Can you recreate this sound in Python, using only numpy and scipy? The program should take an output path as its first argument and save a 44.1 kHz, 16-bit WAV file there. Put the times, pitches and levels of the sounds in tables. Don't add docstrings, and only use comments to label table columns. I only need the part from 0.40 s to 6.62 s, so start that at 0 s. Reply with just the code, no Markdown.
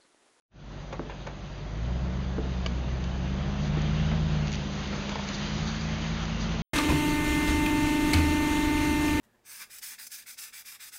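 import sys
import numpy as np
from scipy import signal
from scipy.fft import rfft, irfft, next_fast_len
from scipy.io import wavfile
from scipy.ndimage import uniform_filter1d, map_coordinates

SR = 44100
rng = np.random.default_rng(int(sys.argv[2]) if len(sys.argv) > 2 else 0)


def generate_wav(sig):
    pcm = np.round(np.clip(np.atleast_2d(sig).T, -1, 1) * 32767).astype(np.int16)
    wavfile.write(sys.argv[1], SR, pcm)


N = 274302

IDLE_HZ = 49.2

# (frequency [Hz], relative level [dB per Hz])
RUMBLE_SPECTRUM = [(15, -39), (32, -16.5), (52, -7), (95, -4.5), (160, 1), (230, -5.5), (330, -25.5),
                   (700, -44.5)]
# (frequency [Hz], relative level [dB per Hz])
ROAR_SPECTRUM = [(120, -22), (260, -0.5), (350, 0), (460, -4.5), (600, -2.5), (780, -6), (1200, -11.5),
                 (1800, -15.5), (4000, -42.5)]
# (frequency [Hz], relative level [dB per Hz])
SPRAY_SPECTRUM = [(2000, -35), (3600, 0.5), (4500, 3), (5400, 0.5), (6400, 0.5), (7000, -5.5),
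                  (8000, -10.5)]
# (frequency [Hz], relative level [dB per Hz])
CRACK_SPECTRUM = [(300, -16), (1000, -15), (2500, 4.5), (4500, 0.5), (6700, 1.5), (8000, -9.5)]


def amp(db):
    return 10 ** (np.asarray(db) / 20)


def unit(x):
    return x / np.sqrt(np.mean(x ** 2) + 1e-20)


def along(points, hz):
    f, v = np.transpose(points)
    return np.interp(np.log(hz + 1), np.log(f + 1), v)


def curves(rows):
    s, *cols = np.transpose(rows)
    return [np.interp(np.arange(N) / SR, s, c) for c in cols]


def wobble(rate):
    points = rng.standard_normal(int(N * rate / SR) + 4)
    return map_coordinates(points, [np.arange(N) * rate / SR])


def filtered(x, response):
    m = next_fast_len(N + SR // 2)
    hz = np.fft.rfftfreq(m, 1 / SR)
    return irfft(rfft(x, m) * response(hz), m)[:N]


def coloured(x, spectrum):
    return unit(filtered(x, lambda hz: amp(along(spectrum, hz))))


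def rush(spectrum, patchy_db):
    z = signal.stft(rng.standard_normal(N), nperseg=1024)[2]
    patches = uniform_filter1d(rng.standard_normal(z.shape), size=9, axis=0)
    patches = uniform_filter1d(patches, size=8, axis=1)
    noise = signal.istft(z * amp(patchy_db * unit(patches)))[1][:N]
    return coloured(noise, spectrum)


def fade(t, t60):
    return np.exp(-np.log(1000) * t / t60)


def tone(phase):
    return np.sqrt(2) * np.sin(phase + rng.uniform(0, 2 * np.pi))


def ring(modes, t):
    scatter_db = 1.2
    out = 0
    for hz, db, t60 in modes:
        strength = amp(db + scatter_db * rng.standard_normal())
        out = out + strength * fade(t, t60) * np.sin(2 * np.pi * hz * t)
    return out


def add(track, s, sound):
    part = track[round(s * SR):][:len(sound)]
    part += sound[:len(part)]


def drive():
    pull_away_s = 1.25
    # (time [s], firing rate [Hz])
    speed = [(1.32, 52.6), (1.45, 59.0), (1.55, 63.6), (1.65, 65.2), (1.81, 67.1), (2.39, 63.6),
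             (2.83, 66.2), (3.1, 72.4), (3.75, 78.6), (4.2, 73.4), (4.95, 73.0), (5.3, 79.8), (5.56, 79.8),
             (5.9, 81.3), (6.2, 81.5)]
    # (time [s], level against full load [dB])
    load = [(1.1, -12), (1.5, -0.5), (2.05, -1), (2.8, -0.5), (3.05, 1.5), (3.27, 0.4), (3.98, 0),
            (4.28, -5), (4.92, -8.5), (5.3, -7.5), (6.2, -4.5)]
    firing_hz, = curves([(pull_away_s, IDLE_HZ), *speed])
    load_db, = curves(load)
    return firing_hz, load_db


def engine(firing_hz, load_db):
    # (multiple of the four-stroke cycle rate, level against the burble [dB])
    burble_orders = [(5, 1), (6, -10.5), (7, -24), (9, -19), (11, -11.5), (13, -27), (14, -33), (15, -17),
                     (18, -10), (19, -25), (21, -17)]
    # (frequency [Hz], level [dB])
    exhaust = [(49, -2), (63, 0.5), (72, -7.5), (79, -2.5), (84, -13.5), (100, -9.5), (115, -3.5),
               (128, -9.5), (136, -6.5), (145, -8), (149, 0.5), (156, 2.5), (165, 0.5)]
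    firing_db, octave_db = -29.4, -30.2
    burble_idle_db, burble_db_per_hz = -58, 0.8239

    phase = 2 * np.pi * np.cumsum(firing_hz) / SR + .05 * wobble(12)
    cycle = phase / 8
    firing_gain = amp(firing_db + along(exhaust, firing_hz) + 0.23 * wobble(30))
    firing = firing_gain * tone(phase)
    octave_gain = amp(octave_db + along(exhaust, 2 * firing_hz) + 0.27 * wobble(15))
    octave = octave_gain * tone(2 * phase)
    burble = sum(amp(db + 0.74 * wobble(4.5)) * tone(round(k) * cycle) for k, db in burble_orders)
    burble_db = burble_idle_db + burble_db_per_hz * (firing_hz - IDLE_HZ)
    return amp(load_db) * (firing + octave + amp(burble_db) * burble)


def engine_noise(load_db):
    rumble_db, rumble_load_share = -38, 0.59
    rasp_db, rasp_load_share = -42.5, 0.47
    rumble = amp(rumble_db + rumble_load_share * load_db) * rush(RUMBLE_SPECTRUM, patchy_db=0.5)
    rasp = amp(rasp_db + rasp_load_share * load_db) * rush(ROAR_SPECTRUM, patchy_db=-0.2)
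    return rumble + rasp


def fan(firing_hz):
    # (blade rate [Hz], level [dB])
    fan_response = [(143, -49), (160, -51), (175, -45.5), (185, -36.5), (200, -37.5), (211, -36),
                    (220, -37.5)]
    idle_ratio, slip_per_hz = 2.89, 0.0055
    ratio = idle_ratio - slip_per_hz * (firing_hz - IDLE_HZ)
    blade_hz = firing_hz * ratio
    phase = 2 * np.pi * np.cumsum(blade_hz) / SR + .15 * wobble(22)
    flutter_db = .9 * wobble(18)
    return amp(along(fan_response, blade_hz) + flutter_db) * tone(phase)


def idler():
    # (frequency [Hz], level [dB])
    hums = [(36.5, -54.5), (58.4, -51.5)]
    t = np.arange(N) / SR
    return sum(amp(db) * tone(2 * np.pi * hz * t + 0.22 * wobble(0.52)) for hz, db in hums)


def road_swells():
    # (time of the peak [s], level [dB], time from peak to half power [s], spray against hiss [dB])
    swells = [(1.951, -14, 0.45, -6), (3.55, -3, 0.36, -13), (5.1, 0.5, 0.84, -4), (6.2, -3, 0.54, -9.5)]
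    # (frequency [Hz], relative level [dB per Hz])
    hiss_spectrum = [(600, -3), (1300, 1.5), (1600, 1), (2200, 0), (3100, 0.5), (3800, -3.5), (5000, -22),
                     (8000, -34.5)]
    rumble_db, roar_db, hiss_db = -43, -44, -40.5
    spray_falloff = 1.035

    t = np.arange(N) / SR
    rush_power, spray_power = 0, 0
    for s, db, width, spray_db in swells:
        shape = 1 / (1 + ((t - s) / width) ** 2)
        rush_power += amp(db) ** 2 * shape
        spray_power += amp(db + spray_db) ** 2 * shape ** spray_falloff

    flutter_db = .5 * wobble(30) + .35 * wobble(7)
    rumble = amp(rumble_db) * rush(RUMBLE_SPECTRUM, patchy_db=-2.0)
    roar = amp(roar_db) * rush(ROAR_SPECTRUM, patchy_db=1.9)
    hiss = amp(hiss_db) * rush(hiss_spectrum, patchy_db=1.37)
    drops = rng.standard_normal(N) * (rng.random(N) < 900 / SR)
    fizz = rush(SPRAY_SPECTRUM, patchy_db=1.3) + 0.43 * coloured(drops, SPRAY_SPECTRUM)
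    spray = amp(hiss_db) * fizz
    layers = np.sqrt(rush_power) * (rumble + roar + hiss)
    return amp(flutter_db) * (layers + np.sqrt(spray_power) * spray)


def clacks():
    # (time [s], level [dB], time to fade by 60 dB [s], bright edge against body [dB])
    contacts = [(.526, -32.5, 0.12, -10.5), (.696, -35.5, 0.14, -23.5), (0.8658, -36, 0.17, -15),
                (0.87, -38, 0.048, -4), (1.043, -47, 0.073, -25), (3.713, -34.5, 0.18, -25),
                (4.528, -33, 0.15, -31), (4.72, -36.5, 0.047, -16), (4.755, -27, 0.045, -10),
                (4.789, -35, 0.12, -11)]
    # (frequency [Hz], relative level [dB per Hz])
    body_spectrum = [(150, -25.5), (500, 2), (900, -1.5), (1500, -8), (2300, -10), (3200, -21.5),
                     (7000, -35)]
    body, edge, t = np.zeros(N), np.zeros(N), np.arange(SR // 4) / SR
    attack = 1 - np.exp(-t / .0007)
    for s, db, t60, edge_db in contacts:
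        add(body, s, amp(db) * fade(t, t60) * attack)
        add(edge, s, amp(db + edge_db) * fade(t, 0.53 * t60))
    body_noise = coloured(rng.standard_normal(N), body_spectrum)
    edge_noise = coloured(rng.standard_normal(N), CRACK_SPECTRUM)
    return body * body_noise + edge * edge_noise


def knocks():
    # (time [s], thump level [dB], sharp tap level [dB])
    strokes = [(0.5946, -20.7, -12), (1.9825, -18, -18), (3.372, -21.5, -22), (4.759, -32, -29),
               (6.1437, -29, -19)]
    # (frequency [Hz], level [dB], time to fade by 60 dB [s])
    thump_modes = [(173, -18.5, .11), (280, -8.5, 0.095), (345, -2.5, 0.05), (433.5, -1.5, 0.05),
                   (590, -7.5, 0.032), (800, -11.5, .025)]
    out, t = np.zeros(N), np.arange(SR // 4) / SR
    tap_hz = 1000
    tap = np.sin(2 * np.pi * tap_hz * t) * fade(t, 0.0043) * (1 - np.exp(-t / 0.00037))
    for s, db, tap_db in strokes:
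        thump = ring(thump_modes, t) * (1 - np.exp(-t / 0.0016))
        add(out, s, amp(db) * thump + amp(tap_db) * tap)
    return out


def street(x):
    # (frequency [Hz], time to fade by 60 dB [s])
    echo_fade = [(150, 0.66), (1500, 0.2), (7000, 0.048)]
    hz, t, z = signal.stft(rng.standard_normal(SR // 2), SR, nperseg=256)
    tail = signal.istft(z * fade(t, along(echo_fade, hz)[:, None]))[1]
    return signal.fftconvolve(x, tail / np.linalg.norm(tail))[:N]


def ticks():
    # (time [s], level [dB], brightness [0-1], number of slips)
    snaps = [(2.2626, -16.5, 0.11, 1), (2.2668, -23, 0.8, 1), (2.6407, -26.5, 0.5, 1), (3.419, -34.5, 1, 1),
             (4.072, -28, 0.8, 2), (4.1183, -27, 1, 5), (4.6936, -24.5, 0.88, 1), (4.8887, -20.5, 0.6, 1),
             (5.854, -32, 0.84, 1)]
    # (frequency [Hz], level [dB], time to fade by 60 dB [s])
    case_modes = [(620, -8.5, .016), (1176, -9, 0.024), (1640, -17.5, 0.041), (2280, -12, 0.021),
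                  (2940, -1, 0.01), (4590, -10, 0.012), (6560, -14.5, 0.0072)]
    slip_gap_s = 0.009
    body, crack, t = np.zeros(N), np.zeros(N), np.arange(SR // 16) / SR
    for start, db, bright, slips in snaps:
        bright = np.clip(bright, 0, 1)
        for s in start + slip_gap_s * np.arange(round(slips)):
            add(body, s, amp(db) * (1 - bright) * ring(case_modes, t))
            add(crack, s, amp(db - 2.5) * bright * fade(t, 0.016))
    return body + crack * coloured(rng.standard_normal(N), CRACK_SPECTRUM)


def splashes():
    # (time of the peak [s], level [dB], spread of the bell-shaped swell [s])
    squirts = [(3.24, -48.5, 0.035), (4.562, -44, 0.0062), (4.882, -46.5, 0.01), (4.947, -40, .016),
               (5.281, -37, .007), (5.415, -42.5, 0.009), (6.022, -40.5, 0.018)]
    t = np.arange(N) / SR
    swell = sum(amp(db) * np.exp(-((t - s) / length) ** 2 / 2) for s, db, length in squirts)
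    return swell * coloured(rng.standard_normal(N), SPRAY_SPECTRUM)


def scene():
    firing_hz, load_db = drive()
    vehicle = engine(firing_hz, load_db) + engine_noise(load_db) + fan(firing_hz)
    hits = clacks() + knocks()
    echo = amp(-13.5) * street(hits)
    mix = vehicle + idler() + road_swells() + hits + echo + ticks() + splashes()
    return mix[None]


def record(dry):
    notch_hz, notch_width_hz, top_hz = 5425, 430, 7580
    # (frequency [Hz], level [dB])
    treble_edge = [(6500, -0.5), (7000, -4.5), (7300, -12.5), (7600, -24.5)]
    # (time [s], level [dB])
    opening = [(0, -66), (.085, -65), (.12, -21), (.17, -10), (.24, -4), (.33, 0)]

    def response(hz):
        offset = notch_hz ** 2 - hz ** 2
        notch = offset / (offset + 1j * hz * notch_width_hz)
        return notch * amp(along(treble_edge, hz)) * (hz < top_hz)

    opening_db, = curves(opening)
    return filtered(dry[0] * amp(opening_db), response)[None]


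dry = scene()
out = record(dry)
generate_wav(out)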